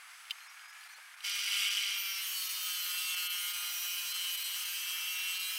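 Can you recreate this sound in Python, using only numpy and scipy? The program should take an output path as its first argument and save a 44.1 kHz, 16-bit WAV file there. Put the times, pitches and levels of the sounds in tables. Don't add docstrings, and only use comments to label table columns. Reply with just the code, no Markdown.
import sys
import numpy as np
from scipy import signal
from scipy.fft import rfft, irfft, next_fast_len
from scipy.io import wavfile
from scipy.ndimage import uniform_filter1d, map_coordinates

SR = 44100
rng = np.random.default_rng(int(sys.argv[2]) if len(sys.argv) > 2 else 0)


def generate_wav(signal):
    frames = np.transpose(np.atleast_2d(signal))
    scaled = np.clip(frames, -1, 1) * 32767
    pcm = np.round(scaled).astype(np.int16)
    wavfile.write(sys.argv[1], SR, pcm)


N = 246078

SINGING_MULTIPLES = (7, 8, 12, 13, 14, 15, 16, 17, 18, 19, 20, 23, 24)


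def amp(db):
    return 10 ** (np.asarray(db) / 20)


def unit(x):
    return x / np.sqrt(np.mean(x ** 2) + 1e-20)


def curves(rows):
    s, *columns = np.transpose(rows)
    return [np.interp(np.arange(N) / SR, s, column) for column in columns]


def ramp(start, length):
    return np.clip((np.arange(N) / SR - start) / length, 0, 1)


def swell(centre, length):
    return np.exp(-2 * ((np.arange(N) / SR - centre) / length) ** 2)


def wobble(rate):
    coarse = np.linspace(0, N, 4096)
    knots = rng.standard_normal(int(N * rate / SR) + 4)
    smooth = map_coordinates(knots, [coarse * rate / SR])
    return np.interp(np.arange(N), coarse, smooth)


def noise():
    return rng.standard_normal(N)


def filtered(x, response):
    m = next_fast_len(N + SR // 4)
    spectrum = rfft(x, m) * response(np.fft.rfftfreq(m, 1 / SR))
    return irfft(spectrum, m)[..., :N]


def coloured(x, spectrum):
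    f, db = np.transpose(spectrum)
    return unit(filtered(x, lambda hz: amp(np.interp(np.log(hz + 1), np.log(f), db))))


def partial(turns, order, flutter_db, drift, rate):
    phase = 2 * np.pi * (order * turns + rng.random()) + drift * wobble(rate)
    return unit(amp(flutter_db * wobble(rate)) * np.sin(phase))


def groove(turns, memory, weight=lambda order: 1, size=1024):
    order = np.arange(96)
    fresh = rng.standard_normal((int(turns[-1]) + 2, len(order), 2)) @ [1, 1j]
    keep = np.exp(-1 / memory)
    worn = signal.lfilter([1], [1, -keep], fresh, axis=0)
    track = irfft(worn * weight(order) * (order > 2), size).ravel()
    return unit(np.interp(turns * size, np.arange(len(track)), track))


def scrape(turns, memory, loose, weight=lambda order: 1):
    loose = np.clip(loose, 0, 1)
    return np.sqrt(1 - loose) * groove(turns, memory, weight) + np.sqrt(loose) * noise()


def pressure(turns, swing_db, grain_db):
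    swing = sum(db * np.cos(2 * np.pi * (k + 1) * turns) for k, db in enumerate(swing_db))
    return unit(amp(swing + grain_db * wobble(330)))


def patchy(x, depth_db):
    z = signal.stft(x, nperseg=512)[2]
    field = rng.standard_normal(z.shape)
    field = uniform_filter1d(field, size=4, axis=0)
    field = uniform_filter1d(field, size=30, axis=1)
    return unit(signal.istft(z * amp(depth_db * unit(field)), nperseg=512)[1][:N])


def resonance(hz, modes):
    grid = np.linspace(hz.min(), hz.max(), 128)
    power = sum(amp(db) ** 2 / (1 + ((grid - centre) / width) ** 2) ** 2 for centre, width, db in modes)
    return np.interp(hz, grid, np.sqrt(power))


def cup(x):
    # centre in Hz, width in Hz, lift in dB.
    cup_modes = [(2160, 100, 4), (3170, 260, 4), (4020, 57, 3.5), (4770, 130, 7.5), (5760, 320, 3.5),
                 (6470, 93, 6), (9080, 230, 2.5), (12080, 610, 1)]

    def lift(hz):
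        return amp(sum(db / (1 + ((hz - centre) / width) ** 2) for centre, width, db in cup_modes))

    return unit(filtered(x, lift))


def lulls():
    # time in seconds, nominal length in seconds, depth in dB.
    dips = [(.488, .024, 8), (.675, .019, 7), (.721, .017, 7), (.884, .017, 7), (.953, .018, 9),
            (1.162, .023, 9), (1.697, .017, 10), (2.486, .016, 10), (3.159, .017, 12), (3.289, .031, 23),
            (3.529, .018, 10), (4.135, .016, 13), (4.367, .016, 12), (4.436, .015, 9), (4.645, .015, 9),
            (5.387, .018, 12)]
    edge = 0.011 / 2
    shape = ((-0.84, 1.0), (-1.0, -2.1), (0.045, -2.5), (0.73, 0.81))
    corners = [(s + side * (length / 2 + out * edge), -db * (out < 0))
               for s, length, db in dips for side, out in shape]
    return amp(curves(corners)[0])


def motor(turns):
    # frequency in Hz, relative density in dB per Hz.
    fan_spectrum = [(180, -80), (300, -72.5), (719, -17.5), (1140, -9), (1250, -5.5), (1650, -4.5),
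                    (1970, -7), (2120, -3.5), (2370, -5.5), (3500, -16.5), (4550, -53.5), (7700, -120)]
    # frequency in Hz, relative density in dB per Hz.
    hiss_spectrum = [(1760, -27.5), (3000, -6), (3900, -7.5), (4940, -7), (6430, -9), (7180, -14.5),
                     (7480, -9), (10500, -10.5), (15700, -21.5)]
    # multiple of the spindle speed, swell in dB, its centre in seconds, its length in seconds.
    whine_partials = [(7, -71, .3, 1.2), (8, -62.5, .8, .45), (11, -70, .75, .7), (24, -71, .05, .25),
                      (24, -65.5, .62, .2), (32, -72, .5, .55), (40, -75, .1, .35), (56, -74, .15, .35)]
    fan_db, hiss_db, whine_floor_db = -54.5, -58.5, -80
    fan = amp(fan_db + 0.6 * wobble(7.8)) * coloured(noise() * amp(1.5 * wobble(120)), fan_spectrum)
    hiss = amp(hiss_db + 0.43 * wobble(5.8)) * coloured(noise(), hiss_spectrum)
    whine = np.zeros(N)
    for order, db, s, length in whine_partials:
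        level = amp(whine_floor_db) + amp(db) * swell(s, length)
        whine += level * partial(turns, order, flutter_db=3, drift=.5, rate=35)
    lull = lulls()
    return np.sqrt(lull) * fan + lull * hiss + whine


def hum():
    # frequency in Hz, level in dB.
    hum_tones = [(463, -96), (578, -106), (958.2, -71.5)]
    t = np.arange(N) / SR
    return sum(amp(db) * partial(t, hz, flutter_db=2.5, drift=0.13, rate=15) for hz, db in hum_tones)


def moan(turns):
    # centre in seconds, length in seconds, multiple of the speed, level in dB.
    groans = [(3.79, 0.25, 4.44, -68.5), (3.05, .7, 6, -67.5)]
    return sum(amp(db) * swell(s, length) * partial(turns, order, flutter_db=2.0, drift=1.0, rate=20)
               for s, length, order, db in groans)


def brushes():
    # centre in seconds, length in seconds, level in dB.
    strokes = [(.808, .008, -61), (.85, .06, -61.5), (.92, .04, -63)]
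    # frequency in Hz, relative density in dB per Hz.
    stroke_spectrum = [(1500, -32), (3500, 2), (4800, 4), (7000, -9), (10000, 2), (14000, -4), (15700, -15)]
    level = sum(amp(db) * swell(s, length) for s, length, db in strokes)
    return level * coloured(noise() * amp(3 * wobble(280)), stroke_spectrum)


def knocks():
    # start in seconds, frequency in Hz, level in dB, 60 dB decay time in seconds.
    thuds = [(0.983, 850, -55.5, 0.08)]
    out, t = np.zeros(N), np.arange(N) / SR
    for s, hz, db, t60 in thuds:
        band = [(hz / 10, -70), (hz / 2, -20), (hz, 0), (2 * hz, -10), (10 * hz, -60)]
        out += amp(db - 60 * np.abs(t - s) / t60) * (t > s) * coloured(noise(), band)
    return out


def chirps():
    # centre in seconds, pitch there in Hz, glide in Hz per second,
    # length in seconds, level in dB.
    squeaks = [(.384, 5300, -8000, .022, -60), (.412, 4210, 0, .018, -57.5), (.427, 6450, 3000, .021, -60),
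               (.448, 4250, 0, .025, -58), (.485, 3600, 8000, .018, -61), (.483, 5350, 4000, .018, -57),
               (.5, 5680, 3000, .018, -56), (.575, 5970, 0, .015, -63), (.695, 5150, 10000, .024, -58),
               (.725, 5850, 5000, .022, -62), (.73, 6580, 2000, .016, -63), (.814, 4280, 3000, .018, -58),
               (.838, 4780, 9000, .017, -55.5), (.903, 4300, 10000, .028, -56),
               (.936, 5980, 8000, .026, -58.5), (.955, 4230, 1000, .02, -55.5), (.974, 4520, 0, .012, -61)]
    out, t = np.zeros(N), np.arange(N) / SR
    waver_hz = 95 * wobble(450)
    scratch = unit(amp(3.5 * wobble(300)))
    for s, hz, glide, length, db in squeaks:
        pitch = hz + glide * (t - s) + waver_hz
        out += amp(db) * swell(s, length) * np.sin(2 * np.pi * np.cumsum(pitch) / SR)
    return out * scratch


def clicks():
    # start in seconds, peak in dB ahead of the high-pass.
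    contacts = [(0.253, -44), (.2985, -38), (0.3079, -20.5), (0.3113, -35), (0.3129, -33), (0.4052, -44),
                (0.594, -44), (.832, -45), (1.206, -36)]
    # frequency in Hz, relative level in dB, 60 dB decay time in seconds.
    click_modes = [(2200, -19, .025), (2840, -2, .016), (3060, -3, .021), (3560, -10, .016),
                   (4060, -9, .015), (4830, -12, .018), (5630, -20, .01), (7960, -18, .008),
                   (11830, -24, .018), (14050, -25, .012)]
    out, t = np.zeros(N + SR), np.arange(SR // 10) / SR
    for s, db in contacts:
        ring = np.zeros(len(t))
        for hz, level, t60 in click_modes:
            decay = amp(level + rng.normal(0, 1) - 60 * t / t60)
            ring += decay * np.sin(2 * np.pi * (hz * t + rng.random()))
        crack = 0.13 * amp(-60 * t / 0.026) * rng.standard_normal(len(t))
        hit = (ring + crack) * (1 - np.exp(-t / 0.00039))
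        out[round(s * SR):][:len(t)] += amp(db) * hit / np.abs(hit).max()
    no_bass = signal.butter(3, 1400, "highpass", fs=SR, output="sos")
    return signal.sosfilt(no_bass, out[:N])


def sizzle(turns):
    entry_s, rise_s, wear_s = 1.988, 0.091, 0.46
    steady_db, entry_db = -52, 9.5
    wear = np.exp(-np.maximum(np.arange(N) / SR - entry_s, 0) / wear_s)
    level = ramp(entry_s - rise_s, rise_s) ** 2 * amp(steady_db + entry_db * wear)
    return level * groove(turns, memory=9.3, weight=lambda order: np.exp(-.5 * ((order - 71.3) / 2.4) ** 2))


def chatter(turns):
    # time in seconds, level in dB.
    chatter_level = [(1.3, -90), (1.45, -48), (1.53, -37.5), (1.59, -36.5), (1.63, -32.5), (1.67, -38),
                     (1.72, -38), (1.77, -36), (1.85, -41), (1.93, -41), (2.03, -52), (2.2, -110)]
    # frequency in Hz, relative density in dB per Hz.
    chatter_spectrum = [(1800, -45.5), (2100, -11.5), (2550, -11), (2800, 0), (3000, 0), (3200, -2),
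                        (3500, -14.5), (4500, -40)]
    level_db, = curves(chatter_level)
    blows = amp(2.5 * np.cos(2 * np.pi * turns) + 1.8 * np.cos(np.pi * turns))
    ringing = coloured(scrape(turns, memory=1.2, loose=.75), chatter_spectrum)
    return amp(level_db) * unit(blows * ringing)


def bite(turns, split_hz=3600):
    # frequency in Hz, relative density in dB per Hz.
    rasp_spectrum = [(350, -63), (600, -43), (869, -27), (933, -28), (1100, -27.5), (1190, -14),
                     (1500, -10), (1630, -21.5), (1710, -13), (2150, -5), (2580, -5), (2920, 0),
                     (3630, -6.5), (5940, -4), (7000, -26), (9100, -58.5), (15400, -120)]
    # frequency in Hz, relative density in dB per Hz.
    chips_spectrum = [(3820, -40), (6500, -10), (6920, -8.5), (7820, -0.5), (8670, -7), (9370, -3),
                      (10500, -7.5), (12400, -7.5), (13500, -7), (15700, -12.5)]
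    # multiple of the speed, level in dB against the growl.
    bite_tones = [(6, -26), (7, -22), (8, -18), (10, -18), (11, -10), (12, -9), (14, -12), (15, -8),
                  (24, -12), (28.6, -14)]
    growl_db, rasp_db, chips_db = -40, -41, -45
    push = swell(1.617, 0.18)
    growl_gain = amp(growl_db + 1.8 * push)
    chips_gain = amp(chips_db + 4 * push)
    tone_swell_gain = amp(4 * swell(1.695, .018))
    teeth = scrape(turns, memory=2.1, loose=0.58) * pressure(turns, swing_db=(1.7, 1.3), grain_db=0.8)
    tearing = cup(coloured(teeth, rasp_spectrum))
    growl = filtered(tearing, lambda hz: 1 / (1 + (hz / split_hz) ** 16))
    rasp = tearing - growl
    spray = noise() * pressure(turns, swing_db=(2.8, 2.2), grain_db=1.5)
    chips = cup(coloured(spray, chips_spectrum))
    tones = sum(amp(db) * partial(turns, order, flutter_db=2.5, drift=.8, rate=35) for order, db in bite_tones)
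    lull = lulls()
    low = growl_gain * (np.sqrt(lull) * unit(growl) + tone_swell_gain * tones)
    high = amp(rasp_db) * unit(rasp) + chips_gain * chips
    return low + lull * high


def rings(turns):
    # centre in seconds, length in seconds, frequency in Hz, width in Hz, level in dB.
    upper_modes = [(2.25, 0.84, 9360, 240, -51.5), (2.353, 0.35, 11320, 380, -52.5),
                   (2.358, 0.2, 15700, 349, -55.5), (2.652, 0.23, 6550, 220, -52),
                   (2.852, .3, 14400, 403, -48.5), (3.005, 0.18, 4810, 220, -50),
                   (3.199, 0.78, 8550, 280, -52.5), (3.28, 0.12, 13000, 810, -45.5),
                   (3.797, 0.53, 14400, 402, -47.5), (3.847, 0.54, 10700, 397, -54.5),
                   (3.893, 0.4, 5840, 502, -49.5), (4.349, 0.71, 8240, 496, -51.5),
                   (4.462, 0.39, 3880, 258, -50), (4.69, 0.42, 5770, 490, -55),
                   (4.507, 0.68, 12400, 556, -54), (5.444, 0.28, 3980, 258, -49),
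                   (5.438, 0.33, 7960, 280, -54), (5.523, 0.25, 9240, 244, -52),
                   (5.552, 0.23, 13700, 605, -52)]
    friction, out = scrape(turns, memory=7.9, loose=0.093), np.zeros(N)
    for s, length, hz, width, db in upper_modes:
        band = signal.butter(2, [hz - width / 2, hz + width / 2], "bandpass", fs=SR, output="sos")
        out += amp(db) * swell(s, length) * unit(signal.sosfilt(band, friction))
    return np.sqrt(lulls()) * out


def rub(turns, overtones_db=-6.5):
    # frequency in Hz, relative density in dB per Hz.
    kerf_spectrum = [(350, -73), (600, -49.5), (933, -40.5), (1160, -18.5), (1230, -9.5), (1350, -7.5),
                     (1410, -12), (1710, -13.5), (2980, 5.5), (3590, -8.5), (4020, -3), (5140, -11),
                     (5760, -4), (7000, -33.5), (9100, -53), (15400, -120)]
    # frequency in Hz, relative density in dB per Hz.
    dust_spectrum = [(3820, -37.5), (6500, -4.5), (7020, -9), (8200, 1.5), (8890, -6), (9540, -1.5),
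                     (10100, -4.5), (11000, -1), (11600, -3.5), (12200, -2.5), (12800, 2), (13800, -5.5),
                     (15000, 1), (15700, -4)]
    # multiple of the speed, relative level in dB.
    weak_partials = [(6, -22), (9, -16), (10, -21), (11, -17), (21, -16), (22, -15), (25, -16), (26, -15),
                     (26.5, -14), (27, -15), (30, -16), (31, -13), (32, -14), (33, -14), (36, -15)]
    rub_db = -43
    empty_db, full_db, start_s, fill_s, sag_db_per_s = -49, -40.5, 2.14, 0.15, 0.76
    sunk_s = np.maximum(np.arange(N) / SR - start_s, 0)
    dust_db = empty_db + (full_db - empty_db) * ramp(start_s, fill_s) - sag_db_per_s * sunk_s
    feed_db = 0.36 * wobble(17)

    def unlocked(order):
        singing = np.isin(order, SINGING_MULTIPLES)
        weak = np.isin(order, np.transpose(weak_partials)[0])
        return np.select([singing, weak], [.22, .45], 1)

    friction = scrape(turns, memory=6, loose=.1, weight=unlocked)
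    wall_force = friction * pressure(turns, swing_db=(.7, .5, .9), grain_db=1.07)
    wall = cup(coloured(wall_force, kerf_spectrum))
    dust_force = scrape(turns, memory=5, loose=0.3) * pressure(turns, swing_db=(.9, .7, 1), grain_db=-0.2)
    dust = cup(coloured(dust_force, dust_spectrum))
    grinding = amp(rub_db) * patchy(wall, depth_db=1.0) + amp(dust_db) * patchy(dust, depth_db=2.0)
    overtones = sum(amp(db) * partial(turns, order, flutter_db=3.5, drift=.55, rate=11)
                    for order, db in weak_partials)
    return amp(feed_db) * (lulls() * grinding + amp(rub_db + overtones_db) * overtones)


def sing(turns, speed):
    # time in seconds, then low, middle and high levels in dB.
    sing_level = [(1.95, -50.5, -40, -49), (1.98, -55, -40, -57), (2.38, -55.5, -52, -48),
                  (3.11, -53.5, -42, -46), (3.73, -48, -44.5, -55), (3.79, -54.5, -46, -55.5),
                  (4.26, -56.5, -44, -50.5), (4.46, -81.5, -44, -49), (4.57, -60, -44.5, -51),
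                  (5.1, -58, -43.5, -63.5), (5.37, -61, -39.5, -48), (5.58, -58, -40, -64)]
    # centre in Hz, width in Hz, relative level in dB.
    low_modes = [(1276, 36, -2), (1368, 28, 1), (1434, 17, -3.5)]
    # centre in Hz, width in Hz, relative level in dB.
    middle_modes = [(2155, 43, -13), (2363, 91, -10), (2464, 15, -6.5), (2720, 58, -8.5), (2859, 49, -6.5),
                    (3053, 63, -2), (3224, 78, -5.5)]
    # centre in Hz, width in Hz, relative level in dB.
    high_modes = [(3425, 25, -6.5), (3656, 42, -5.5), (4050, 87, -1.5), (4280, 66, -3), (4470, 35, 0)]
    # centre in seconds, length in seconds, multiple of the speed, level in dB.
    squeals = [(2.03, .25, 12, -50), (1.94, .07, 15, -45), (2.08, .28, 11, -53), (2.08, .3, 8, -61),
               (2.42, .15, 13, -54), (2.38, .26, 16, -48.5), (2.55, .3, 24, -52), (2.55, .3, 20, -54),
               (2.72, .2, 17, -47.5), (3.14, .32, 15, -42), (3.2, .16, 16, -46), (3.2, .2, 24, -54),
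               (3.45, .25, 12, -54), (3.66, .1, 23, -50), (3.96, .12, 17, -46), (4.15, .25, 23, -50),
               (4.27, .24, 17, -43), (4.76, .26, 15, -48), (4.92, .16, 18, -48), (5.2, .2, 16, -46),
               (5.26, .45, 15, -42.5)]
    groups = list(zip(amp(curves(sing_level)), (low_modes, middle_modes, high_modes)))
    out = np.zeros(N)
    for order in SINGING_MULTIPLES:
        steady = sum(level * resonance(order * speed, modes) for level, modes in groups)
        squeal = sum(amp(db) * swell(s, length) for s, length, multiple, db in squeals if multiple == order)
        flutter_db, drift, rate = (1.4, .18, 30) if order < 19 else (2.2, .38, 55)
        out += np.hypot(steady, squeal) * partial(turns, order, flutter_db, drift, rate)
    return out


def scene():
    # time in seconds, speed in turns per second.
    free_speed = [(0, 196), (.25, 195), (.45, 206), (.68, 207), (.78, 213), (.95, 214.5), (1.05, 203),
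                  (1.25, 201.3), (1.77, 201.3)]
    # time in seconds, speed in turns per second.
    loaded_speed = [(1.85, 200.5), (2.18, 193.5), (2.4, 185.4), (2.82, 178.3), (3.09, 181.5), (3.17, 179.0),
                    (3.49, 178.2), (3.55, 176.4), (3.99, 176.8), (4.06, 174.0), (4.16, 180.2),
                    (4.32, 176.3), (4.62, 179.7), (4.7, 177.0), (5.28, 182.2), (5.32, 181.1), (5.37, 184.1),
                    (5.58, 185.6)]
    # time in seconds, share of rubbing in power from 0 to 1.
    sinking = [(1.8, 0), (1.9, .1), (1.98, .75), (2.25, .95), (2.4, 1)]
    speed, = curves([*free_speed, *loaded_speed])
    turns = np.cumsum(speed) / SR
    shaken = turns + .0021 * wobble(50) * ramp(1, 0.95)
    contact, = curves([(1.218, 0), (1.238, .25), (1.25, 1)])
    depth, = curves(sinking)
    in_kerf = rub(shaken) + rings(shaken) + sing(turns, speed) + moan(turns)
    saw = np.sqrt(1 - depth) * bite(turns) + chatter(turns) + np.sqrt(depth) * in_kerf
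    cutting = contact * (saw + sizzle(shaken) + hum())
    handling = clicks() + knocks() + chirps() + lulls() * brushes()
    mono = motor(turns) + cutting + handling
    return np.array([mono, mono])


def record(dry, low_cut_hz=450, top_hz=15800):
    return filtered(dry, lambda hz: (hz < top_hz) * hz ** 4 / np.sqrt(hz ** 8 + low_cut_hz ** 8))


dry = scene()
out = record(dry)
generate_wav(out)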